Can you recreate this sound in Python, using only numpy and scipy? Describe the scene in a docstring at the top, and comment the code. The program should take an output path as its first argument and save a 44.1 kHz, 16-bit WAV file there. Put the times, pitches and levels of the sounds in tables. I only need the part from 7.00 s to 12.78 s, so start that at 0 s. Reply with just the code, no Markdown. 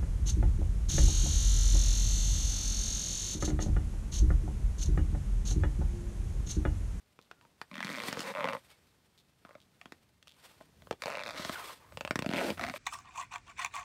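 """Quiet woods: boots shift in cold packed snow, close below a hand-held camera.
The snow gives way in slips: single ones while the weight shifts, creaking runs in three slow steps.
Each slip mixes a thump, a knock, a crack and a chip, rung as one short wave that falls in pitch.
Shaped noise makes jacket swishes, soft rumble and air; a sole scrapes with a rub and a rough squeak.
Small birds call faintly as short sine whistles, and pulses through a resonance make quick runs of tiny ticks."""
import sys
import numpy as np
from scipy import signal
from scipy.fft import rfft, irfft, next_fast_len
from scipy.io import wavfile
from scipy.ndimage import map_coordinates

SR = 44100
rng = np.random.default_rng(int(sys.argv[2]) if len(sys.argv) > 2 else 0)


def wrap_up_sound(samples):
    """Save the sound to the file named by the first command line argument, as 16-bit audio."""
    columns = np.atleast_2d(samples).T
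    # keep every value between -1 and 1, then stretch to whole-number steps
    tamed = np.clip(columns, -1, 1)
    steps = np.round(tamed * 32767).astype(np.int16)
    wavfile.write(sys.argv[1], SR, steps)


N = 254898  # samples in the scene

# Single slips of the snow. Each row: time in seconds, strength (knock and crack together) in dB,
# weight (thump over strength) in dB, crispness (crack over knock) in dB.
SLIPS = [(0.19, -53.5, -7, -3), (0.313, -48.5, -18, 9), (0.412, -62, -22, 15), (0.451, -60, -8, -6),
         (0.615, -38.5, -19, 18), (0.714, -51, 4, 1), (0.731, -53, 8, -6), (0.755, -42.5, -10.5, 7),
         (0.78, -42.5, 0.5, 34), (0.805, -37.5, -7, 22), (0.828, -38, -10, 30), (0.847, -43.5, 3, 11),
         (0.901, -44, 3, 3), (1.02, -41, -23, -2.5), (1.036, -38, -12, 7), (1.084, -40, -2, 6),
         (1.128, -35, -6.5, 3.5), (1.171, -38.5, -6, -8), (1.193, -41, 1, 14), (1.205, -38, -21, 8),
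         (1.218, -42, -15, 4), (1.382, -39.5, -9, -5), (1.407, -36, -10, -2.5), (1.443, -30, -14, -3),
         (1.455, -34, -8, -7), (1.474, -37, -12, -5), (1.487, -32.5, -10.5, 2.5), (1.533, -35, -15, -1),
         (1.55, -37, -9, -11), (2.45, -48, -6, -30), (2.491, -59, -13, -12), (2.509, -55, -9, -11),
         (2.552, -50, -9, -8), (2.814, -50, -28, -1.5), (2.857, -52, 0.5, 5), (2.922, -49, -1.5, 3),
         (3.227, -59, -13, 10), (3.273, -56, -25, 3.5), (3.61, -52, -4, -34), (3.821, -58.5, -15, -6),
         (3.871, -53.5, -20, -10), (3.91, -31.5, -8.5, -9.5), (3.927, -45, -28, -5), (4.021, -37, -22, 4),
         (4.037, -38, -26, 3.5), (4.058, -33.5, -12.5, -7), (4.08, -37, -29, -13), (4.102, -39, -14, -9),
         (4.171, -38, -18, -7), (4.29, -40.5, -29, -3.5), (4.395, -39, -5, -5), (4.449, -35, -9.5, 5.5),
         (4.495, -35.5, -3, 1), (4.923, -54, -12, -5), (4.973, -40, -8.5, -2), (5.009, -34, -15, -5),
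         (5.05, -33.5, -10, -6.5), (5.076, -41, -31, -1), (5.109, -29, -5, -2.5), (5.157, -31.5, -1.5, 14),
         (5.191, -34, 0, 2.5), (5.223, -36, 0, -0.5), (5.245, -39.5, -29, -13), (5.262, -36, 3, -6),
         (5.291, -41, 8.5, 3), (5.304, -41.5, -12, -3), (5.313, -38.5, 1, -7), (5.327, -40, -1, 1),
         (5.336, -31, -0.5, -7), (5.361, -37.5, 2, 6), (5.503, -34, -0.5, 1.5), (5.595, -35, -29, -4),
         (5.612, -40.5, -9, 5), (5.639, -35.5, -11, -1), (5.649, -39, -15, -2), (5.666, -43, -11, 12),
         (5.68, -41, -12, -4), (5.686, -37.5, -9, -2), (5.698, -39, -6, 3), (5.739, -39.5, -14, -7),
         (5.761, -42.5, -11, 6)]
# What a slip rings with: one list each for thump, knock, crack and chip.
# Each row: pitch in Hz and sharpness Q, both before the snow patch changes them, level within its list in dB.
BOOT_ON_SNOW = [
    [(214, 0.96, 0)],
    [(560, 4.13, 7), (1040, 1.46, -1)],
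    [(1410, 1.03, 0.5), (2326, 2.8, 6.5), (3544, 4.7, -5.5)],
    [(4050, 5.1, 2.5), (4490, 1, -3.5)],
]
SLIP_S = .01  # seconds over which the level of a slip or tick is counted
SLIP_SIZE = 2048  # samples in one slip wave
WAKE_S = .016  # seconds for the scattered tail of a slip to fall by 60 dB


def amp(db):
    """Turn decibels into a gain."""
    return 10 ** (np.asarray(db) / 20)


def unit(x):
    """Scale x to an average (rms) level of 1."""
    return x / np.sqrt(np.mean(x ** 2) + 1e-20)


def curve(rows):
    """Draw straight lines through (seconds, dB) rows, one level per sample."""
    s, db = np.transpose(rows)
    return np.interp(np.arange(N) / SR, s, db)


def wobble(rate):
    """Draw a smooth random curve through `rate` random points a second."""
    points = rng.standard_normal(int(N * rate / SR) + 4)
    return map_coordinates(points, [np.arange(N) * rate / SR])


def filtered(x, response):
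    """Multiply the spectrum of x by a response to frequency in Hz."""
    size = next_fast_len(N + SR // 2)
    spectrum = rfft(x, size) * response(np.fft.rfftfreq(size, 1 / SR))
    return irfft(spectrum, size)[..., :N]


def noise(colour):
    """Make noise of rms 1 whose spectrum follows (Hz, dB) points."""
    f, db = np.transpose(colour)
    shaped = filtered(rng.standard_normal(N), lambda hz: amp(np.interp(np.log(hz + 1), np.log(f), db)))
    return unit(shaped)


def air(drift_db):
    """The faint rush of the woods: coloured noise whose level drifts slowly."""
    # Each row: frequency in Hz, relative level in dB.
    air_colour = [(22, -32), (47, -9), (131, -4), (426, -13), (1020, -20), (5930, -27.5), (15500, -37.5)]
    return amp(-70.5 + drift_db * wobble(2.76)) * noise(air_colour)


def handling():
    """A soft rumble as the body and the camera move: low noise that swells and sinks."""
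    # Each row: time in seconds, level in dB.
    rumble_level = [(0, -82.5), (3.7, -76), (3.87, -57), (3.97, -73), (4.5, -61.5), (4.75, -78.5),
                    (4.95, -55.5), (5.3, -63.5), (5.645, -48.5), (5.78, -68)]
    # Each row: frequency in Hz, relative level in dB.
    rumble_colour = [(20, -35), (45, -17), (75, 2.5), (120, -5), (250, -14), (600, -37)]
    return amp(curve(rumble_level)) * noise(rumble_colour)


def swish(gain_db, flutter_db, fold_db):
    """Cloth and powder hiss swells and fades with each move, fluttering as fibres catch and folds flap."""
    # Each row: time of the peak in seconds, level before gain_db in dB, rise and fall in seconds.
    swishes = [(0.9, -58.5, 0.25, 0.97), (1.08, -42, 0.056, 0.027), (1.29, -56, 0.13, 0.095),
               (1.52, -61.5, 0.42, 0.1), (1.718, -66.5, 0.079, 0.066), (3.459, -62.5, 0.13, 0.21),
               (4.082, -57.5, 0.1, 0.058), (4.48, -55.5, 0.2, 0.28), (4.69, -52, 0.38, 0.11),
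               (5.47, -48, 0.23, 0.13), (5.77, -53, 0.12, 0.095)]
    # Each row: frequency in Hz, relative level in dB.
    swish_colour = [(150, -14), (400, 2.5), (1200, 1.5), (3000, 0), (4500, -1.5), (6500, -9), (9000, -5),
                    (10400, -12.5), (12000, -7.5), (15500, -18.5)]
    fade_db, roundness = 22, 1.26  # drop over one rise or fall; roundness of the peak
    t = np.arange(N) / SR
    power = amp(-81) ** 2  # cloth between swishes, also before gain_db
    for s, db, rise, fall in swishes:
        away = np.maximum((s - t) / rise, (t - s) / fall)
        power = power + amp(db - fade_db * np.minimum(away, 10) ** roundness) ** 2
    flutter = amp(flutter_db * wobble(210) + fold_db * wobble(61))
    hiss = unit(flutter * noise(swish_colour))
    return amp(gain_db) * np.sqrt(power) * hiss


def patch_at(times):
    """Look up the snow under the boot at each time: grit, ring, two tunings and one altered band."""
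    # The bounce off each patch weakens one band, or lifts it where the last column is above 0.
    # Each row: start in seconds, grit (chip over crack) in dB, factor on the Q of thump and knock,
    # factor on their pitch, factor on the pitch of crack and chip, band centre in Hz, band change in dB.
    patches = [(0, -4.5, 0.7, 0.86, 0.62, 1980, -4), (0.7, -9, 3.13, 1.01, 0.89, 2940, -5),
               (0.84, -1.5, 1.86, 1.02, 0.91, 2660, -3.5), (1.028, -8, 0.95, 0.92, 1.05, 2540, -6),
               (1.185, -4, 0.81, 1.04, 1.05, 2440, -11), (1.23, -5.5, 2.1, 0.92, 0.84, 3240, -8),
               (1.33, -17, 1.42, 1.02, 0.93, 366, -8.5), (2.0, -12, 0.87, 1.02, 0.82, 950, -17),
               (2.7, -3.5, 0.98, 1.3, 0.79, 1040, 3), (3.1, -7.5, 1, 1, 1.42, 1980, 3),
               (3.85, -7.5, 0.68, 0.86, 1.12, 1030, 0), (4.0, -5, 0.93, 0.96, 1, 3320, -8),
               (4.21, -9.5, 1.1, 1.05, 1.24, 2970, -22), (4.35, -10, 1.25, 1.095, 1, 2497, -11),
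               (4.9, -9, 0.8, 1, 1.03, 2480, -3), (5.24, -9.5, 1.09, 1.077, 1.065, 1144, -14),
               (5.55, -7, 1.6, 1.194, 0.9, 3270, -6)]
    rows = np.array(patches, float)
    return rows[np.searchsorted(rows[1:, 0], times), 1:].T


def slip_levels(times, strength_db, weight_db, crisp_db, extra_grit_db):
    """Share each slip's strength among thump, knock, crack and chip."""
    knock_db = strength_db - 10 * np.log10(1 + amp(crisp_db) ** 2)
    crack_db = knock_db + crisp_db
    chip_db = crack_db + patch_at(times)[0] + extra_grit_db
    return np.transpose([strength_db + weight_db, knock_db, crack_db, chip_db])


def slip_sounds(times, levels_db, thump_tune, detune, lag_s, scatter_hz):
    """Ring boot and snow once for each row of (thump, knock, crack, chip) levels."""
    count = len(levels_db)
    hz = np.fft.rfftfreq(SLIP_SIZE, 1 / SR) + 1
    t = np.arange(SLIP_SIZE) / SR
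    chance = rng.standard_normal((count, len(BOOT_ON_SNOW) + 1))
    _, ring, tune, crack_tune, dip_hz, dip_db = patch_at(times)[:, :, None]
    power = 0
    for k, modes in enumerate(BOOT_ON_SNOW):
        # every slip breaks at another spot under the sole and rings a little higher or lower
        f = hz * np.exp(detune * chance[:, [k]])
        if k == 0:
            f = f / thump_tune[:, None]
        # the patch sets the pitch of all four, but the sharpness of only thump and knock
        if k < 2:
            sharp, f = ring, f / tune
        else:
            sharp, f = 1, f / crack_tune
        bell = 0
        for centre, q, db in modes:
            off_centre = sharp * q * (f / centre - centre / f)
            bell = bell + (amp(db) / (1 + off_centre ** 2)) ** 2
        power = power + amp(levels_db[:, [k]]) ** 2 * bell / bell.mean(axis=1, keepdims=True)
    band = np.exp(-(np.log(hz / dip_hz) / .12) ** 2)
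    power = power * amp(dip_db * band) ** 2
    # folding the cepstrum gives causal ringing: a sudden start, then decay
    cepstrum = irfft(np.log(power * SLIP_S * SR + 1e-14) / 2)
    cepstrum[:, 1:SLIP_SIZE // 2] *= 2
    cepstrum[:, SLIP_SIZE // 2 + 1:] = 0
    # low waves travel more slowly through the snow, so each slip is a quick falling chirp
    delay = lag_s * np.exp(0.31 * chance[:, -1:]) / (1 + (hz / 650) ** 2)
    lag = 2 * np.pi * np.cumsum(delay, axis=1) * SR / SLIP_SIZE
    # short waves scatter on the crystals and trail behind; long ones arrive whole
    wake = rng.standard_normal((count, SLIP_SIZE)) * amp(-60 * t / WAKE_S)
    wake = rfft(wake / np.linalg.norm(wake, axis=1, keepdims=True))
    scattered = hz / (hz + scatter_hz)
    paths = np.sqrt(1 - scattered) + np.sqrt(scattered) * wake
    waves = irfft(np.exp(rfft(cepstrum) - 1j * lag) * paths)
    return waves * np.minimum(1, 2 * (1 - t / t[-1]))  # fade out over the second half


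def placed(times, waves):
    """Add up the waves, each starting at its own time."""
    start = np.round(np.maximum(times, 0) * SR).astype(int)
    index = start[:, None] + np.arange(SLIP_SIZE)
    return np.bincount(index.ravel(), waves.ravel(), N)[:N]


def single_slips():
    """The crust holds, then gives all at once."""
    times, strength_db, weight_db, crisp_db = np.transpose(SLIPS)
    levels_db = slip_levels(times, strength_db, weight_db, crisp_db, extra_grit_db=-0.5)
    waves = slip_sounds(times, levels_db, thump_tune=np.full(len(times), 0.92), detune=0.088,
                        lag_s=0.002044, scatter_hz=2800)
    return placed(times, waves)


def fine_ticks():
    """Quick runs of tiny ticks that die away: uneven pulses through one resonance a run."""
    # Each row: start in seconds, length in seconds, ticks per second, starting level in dB, ring in Hz.
    tick_runs = [(0.212, 0.044, 96, -66.5, 3860), (2.179, 0.04, 380, -69.5, 3780),
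                 (2.452, 0.136, 150, -64, 1110), (3.606, 0.021, 300, -61, 730),
                 (2.607, 0.033, 200, -69.5, 3440), (3.28, 0.068, 107, -59, 3270)]
    q, fade_db = 3.5, 12.5  # sharpness of the ring; drop over one run
    jitter, spread_db = .35, 2.5  # unevenness in tick spacings and in level
    out = np.zeros(N)
    for s, length, rate, db, ring_hz in tick_runs:
        chance = rng.standard_normal((int(length * rate) + 1, 2))
        age = (np.arange(len(chance)) + jitter * chance[:, 0]) / rate
        sizes = amp(db - fade_db * age / length + spread_db * chance[:, 1])
        pulses = np.bincount(np.round((s + age) * SR).astype(int), sizes, N)
        ring = filtered(pulses, lambda hz: 1 / (1 + 1j * q * ((hz + 1) / ring_hz - ring_hz / (hz + 1))))
        out += ring * np.linalg.norm(sizes) / np.linalg.norm(ring) * np.sqrt(SLIP_S * SR)
    return out


def bird(waver_hz):
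    """Thin whistles of small birds: sines that swell, sag a little in pitch and fade."""
    # Each row: start in seconds, length in seconds, middle pitch in Hz, peak level in dB.
    calls = [(0.35, 0.07, 1400, -71), (0.404, 0.079, 940, -66), (1.684, 0.085, 2240, -68),
             (4.887, 0.11, 8000, -75), (5.05, 0.097, 8150, -66)]
    sag_hz_per_s = 580
    t = np.arange(N) / SR
    song = np.zeros(N)
    for s, length, hz, db in calls:
        age = np.clip(t - s, 0, length)
        pitch = hz - sag_hz_per_s * (age - length / 2) + waver_hz * wobble(120)
        swell = np.sin(np.pi * age / length)
        song += amp(db) * swell * np.sin(2 * np.pi * np.cumsum(pitch) / SR)
    return song


def creak(step, weight_db, sink_db, crisp_db, pack_db, jitter, spread_db, detune, stiffen):
    """Stick and slip at an uneven rate; the faster the run, the smaller and grittier its slips."""
    s, rate, load_db = np.transpose(step)
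    clock = np.arange(s[0] * SR, s[-1] * SR) / SR
    turns = np.cumsum(np.interp(clock, s, rate)) / SR  # slips counted so far
    chance = rng.standard_normal((int(turns[-1]), len(BOOT_ON_SNOW) + 2))
    times = np.interp(np.arange(len(chance)) + .5 + jitter * chance[:, 0], turns, clock)
    slip_rate = np.interp(times, s, rate)
    strength_db = np.interp(times, s, load_db) - 10 * np.log10(slip_rate * SLIP_S) + spread_db * chance[:, 1]
    # as the boot sinks in, sink_db is added to the thump; as the snow packs, pack_db is taken off the crack
    progress = (times - s[0]) / (s[-1] - s[0])
    # faster slipping chips off more crystals: 7 dB per octave, none added at 266 slips per second
    extra_grit_db = 7 * np.log2(slip_rate / 266)
    levels_db = slip_levels(times, strength_db, weight_db + sink_db * progress,
                            crisp_db - pack_db * progress, extra_grit_db)
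    levels_db = levels_db + 2 * chance[:, 2:]  # 2 dB of scatter in each part
    # fast crushing shifts the thump: up towards a groan if stiffen is positive, down if negative
    thump_tune = 1 + stiffen * (slip_rate / rate.max()) ** 2
    waves = slip_sounds(times, levels_db, thump_tune, detune, lag_s=0.001704, scatter_hz=4330)
    # a single slip takes the strain, so the small ones that fall next to it stay weak
    gap_s = np.abs(times[:, None] - np.array(SLIPS)[:, 0]).min(axis=1)
    return placed(times, waves * np.clip(gap_s * slip_rate, 0, 1)[:, None])


def scrape(gain_db, flutter_db, overtone_db):
    """The unloaded sole drags on after the second step: a rub and a rough squeak, both following its pitch."""
    # Each row: time in seconds, level before the rub and squeak gains in dB, squeak pitch in Hz.
    drag = [(4.479, -60, 1754), (4.54, -40, 1708), (4.572, -40, 1323), (4.6, -40.5, 1103),
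            (4.622, -43, 1261), (4.642, -44, 1131), (4.67, -52.5, 1149), (4.708, -38.5, 1124),
            (4.766, -100, 1153), (4.806, -55.5, 1084), (4.952, -62.5, 1123)]
    # Each row: frequency in Hz at the final pitch of the drag, relative level in dB.
    rub_colour = [(100, -25), (300, -15), (550, -6), (850, -8.5), (1130, -10), (1500, -6.5), (2600, -15.5),
                  (5000, -24.5), (10000, -27.5)]
    s, db, hz = np.transpose(drag)
    t = np.arange(N) / SR
    contact = np.clip(np.minimum(t - s[0], s[-1] - t) / 0.0015, 0, 1)
    pitch = np.interp(t, s, hz)
    # the noise plays faster where the pitch is higher
    rub = map_coordinates(noise(rub_colour), [np.cumsum(pitch / hz[-1]) % N])
    rub = unit(amp(flutter_db * wobble(110)) * rub)
    phase = 2 * np.pi * np.cumsum(pitch * (1 + .07 * wobble(150))) / SR
    # random grip at 300 points a second roughens the squeak
    grip = wobble(300) + 1j * wobble(300)
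    squeak = unit(np.real(grip * (np.exp(1j * phase) + amp(overtone_db) * np.exp(2j * phase))))
    return contact * amp(np.interp(t, s, db)) * (amp(gain_db) * rub + amp(-7) * squeak)


def woods(x, wet_db, t60, bend_hz):
    """Snow swallows nearly everything; the trunks send back a faint tail."""
    t = np.arange(SR // 2) / SR
    tail = rng.standard_normal(len(t)) * amp(-60 * t / t60) * (1 - np.exp(-t / 0.0017))
    echo = signal.fftconvolve(x, tail / np.linalg.norm(tail))[:N]
    # long waves bend round the trunks instead of coming back
    return x + amp(wet_db) * filtered(echo, lambda hz: (1j * hz / (1j * hz + bend_hz)) ** 2)


def scene():
    """Mix the three steps and the slips around them with cloth, scrape, ticks, birds, rumble and air."""
    # Creaks under a loaded sole; a "settle" is a further run around the end of its step.
    # Each row: time in seconds, slips per second, load in dB.
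    first_step = [(0.725, 82.2, -47.5), (0.823, 85.3, -46.5), (0.86, 132, -45.5), (0.886, 86, -38.5),
                  (0.916, 151, -44), (0.986, 110.3, -42.5), (1.03, 108, -43), (1.06, 330, -46),
                  (1.15, 203, -47), (1.22, 388, -47), (1.3, 254, -39.5), (1.325, 163, -45)]
    first_settle = [(1.332, 71.5, -45), (1.433, 155.3, -38), (1.44, 78.9, -32), (1.53, 115.9, -44),
                    (1.575, 60.85, -50)]
    second_step = [(4.053, 81, -39.5), (4.124, 157.6, -41), (4.1835, 80.4, -44), (4.2124, 166.8, -41.5),
                   (4.225, 70.1, -43), (4.252, 123.5, -42), (4.305, 104.1, -41), (4.319, 183.9, -49.5),
                   (4.345, 132.4, -42.5), (4.38, 485, -43.5), (4.52, 557.6, -53.5)]
    third_step = [(5.341, 150.4, -36), (5.37, 178, -35), (5.41, 186, -37), (5.44, 382.8, -37),
                  (5.495, 297, -39), (5.53, 191, -53)]
    third_settle = [(5.57, 170.4, -49), (5.61, 168.7, -45), (5.635, 328, -40), (5.68, 140.8, -51),
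                    (5.72, 130.5, -53)]
    snow = single_slips()
    snow = snow + creak(first_step, weight_db=-7.5, sink_db=0, crisp_db=14.5, pack_db=17,
                        jitter=.04, spread_db=1.2, detune=.097, stiffen=.02)
    snow = snow + creak(first_settle, weight_db=-21.5, sink_db=14, crisp_db=-4, pack_db=2,
                        jitter=.04, spread_db=2.3, detune=.022, stiffen=-.13)
    snow = snow + creak(second_step, weight_db=-22, sink_db=12, crisp_db=-2.5, pack_db=-13,
                        jitter=.04, spread_db=2.2, detune=.074, stiffen=.31)
    snow = snow + creak(third_step, weight_db=-7.5, sink_db=11, crisp_db=-.5, pack_db=11,
                        jitter=.1, spread_db=1.2, detune=.071, stiffen=.42)
    snow = snow + creak(third_settle, weight_db=-6, sink_db=4, crisp_db=-3, pack_db=-4.5,
                        jitter=.13, spread_db=4, detune=.098, stiffen=-.21)
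    near = snow + swish(gain_db=4.5, flutter_db=1.5, fold_db=-2.5) + fine_ticks()
    near = near + scrape(gain_db=-9, flutter_db=1, overtone_db=-13)
    around = woods(near, wet_db=-10, t60=.084, bend_hz=340)
    mix = around + bird(waver_hz=30.1) + handling() + air(drift_db=2)
    return mix[None]  # one channel


def record(dry):
    """The camera keeps nothing above its band limit of 15700 Hz."""
    return filtered(dry, lambda hz: hz < 15700)


dry = scene()
out = record(dry)
wrap_up_sound(out)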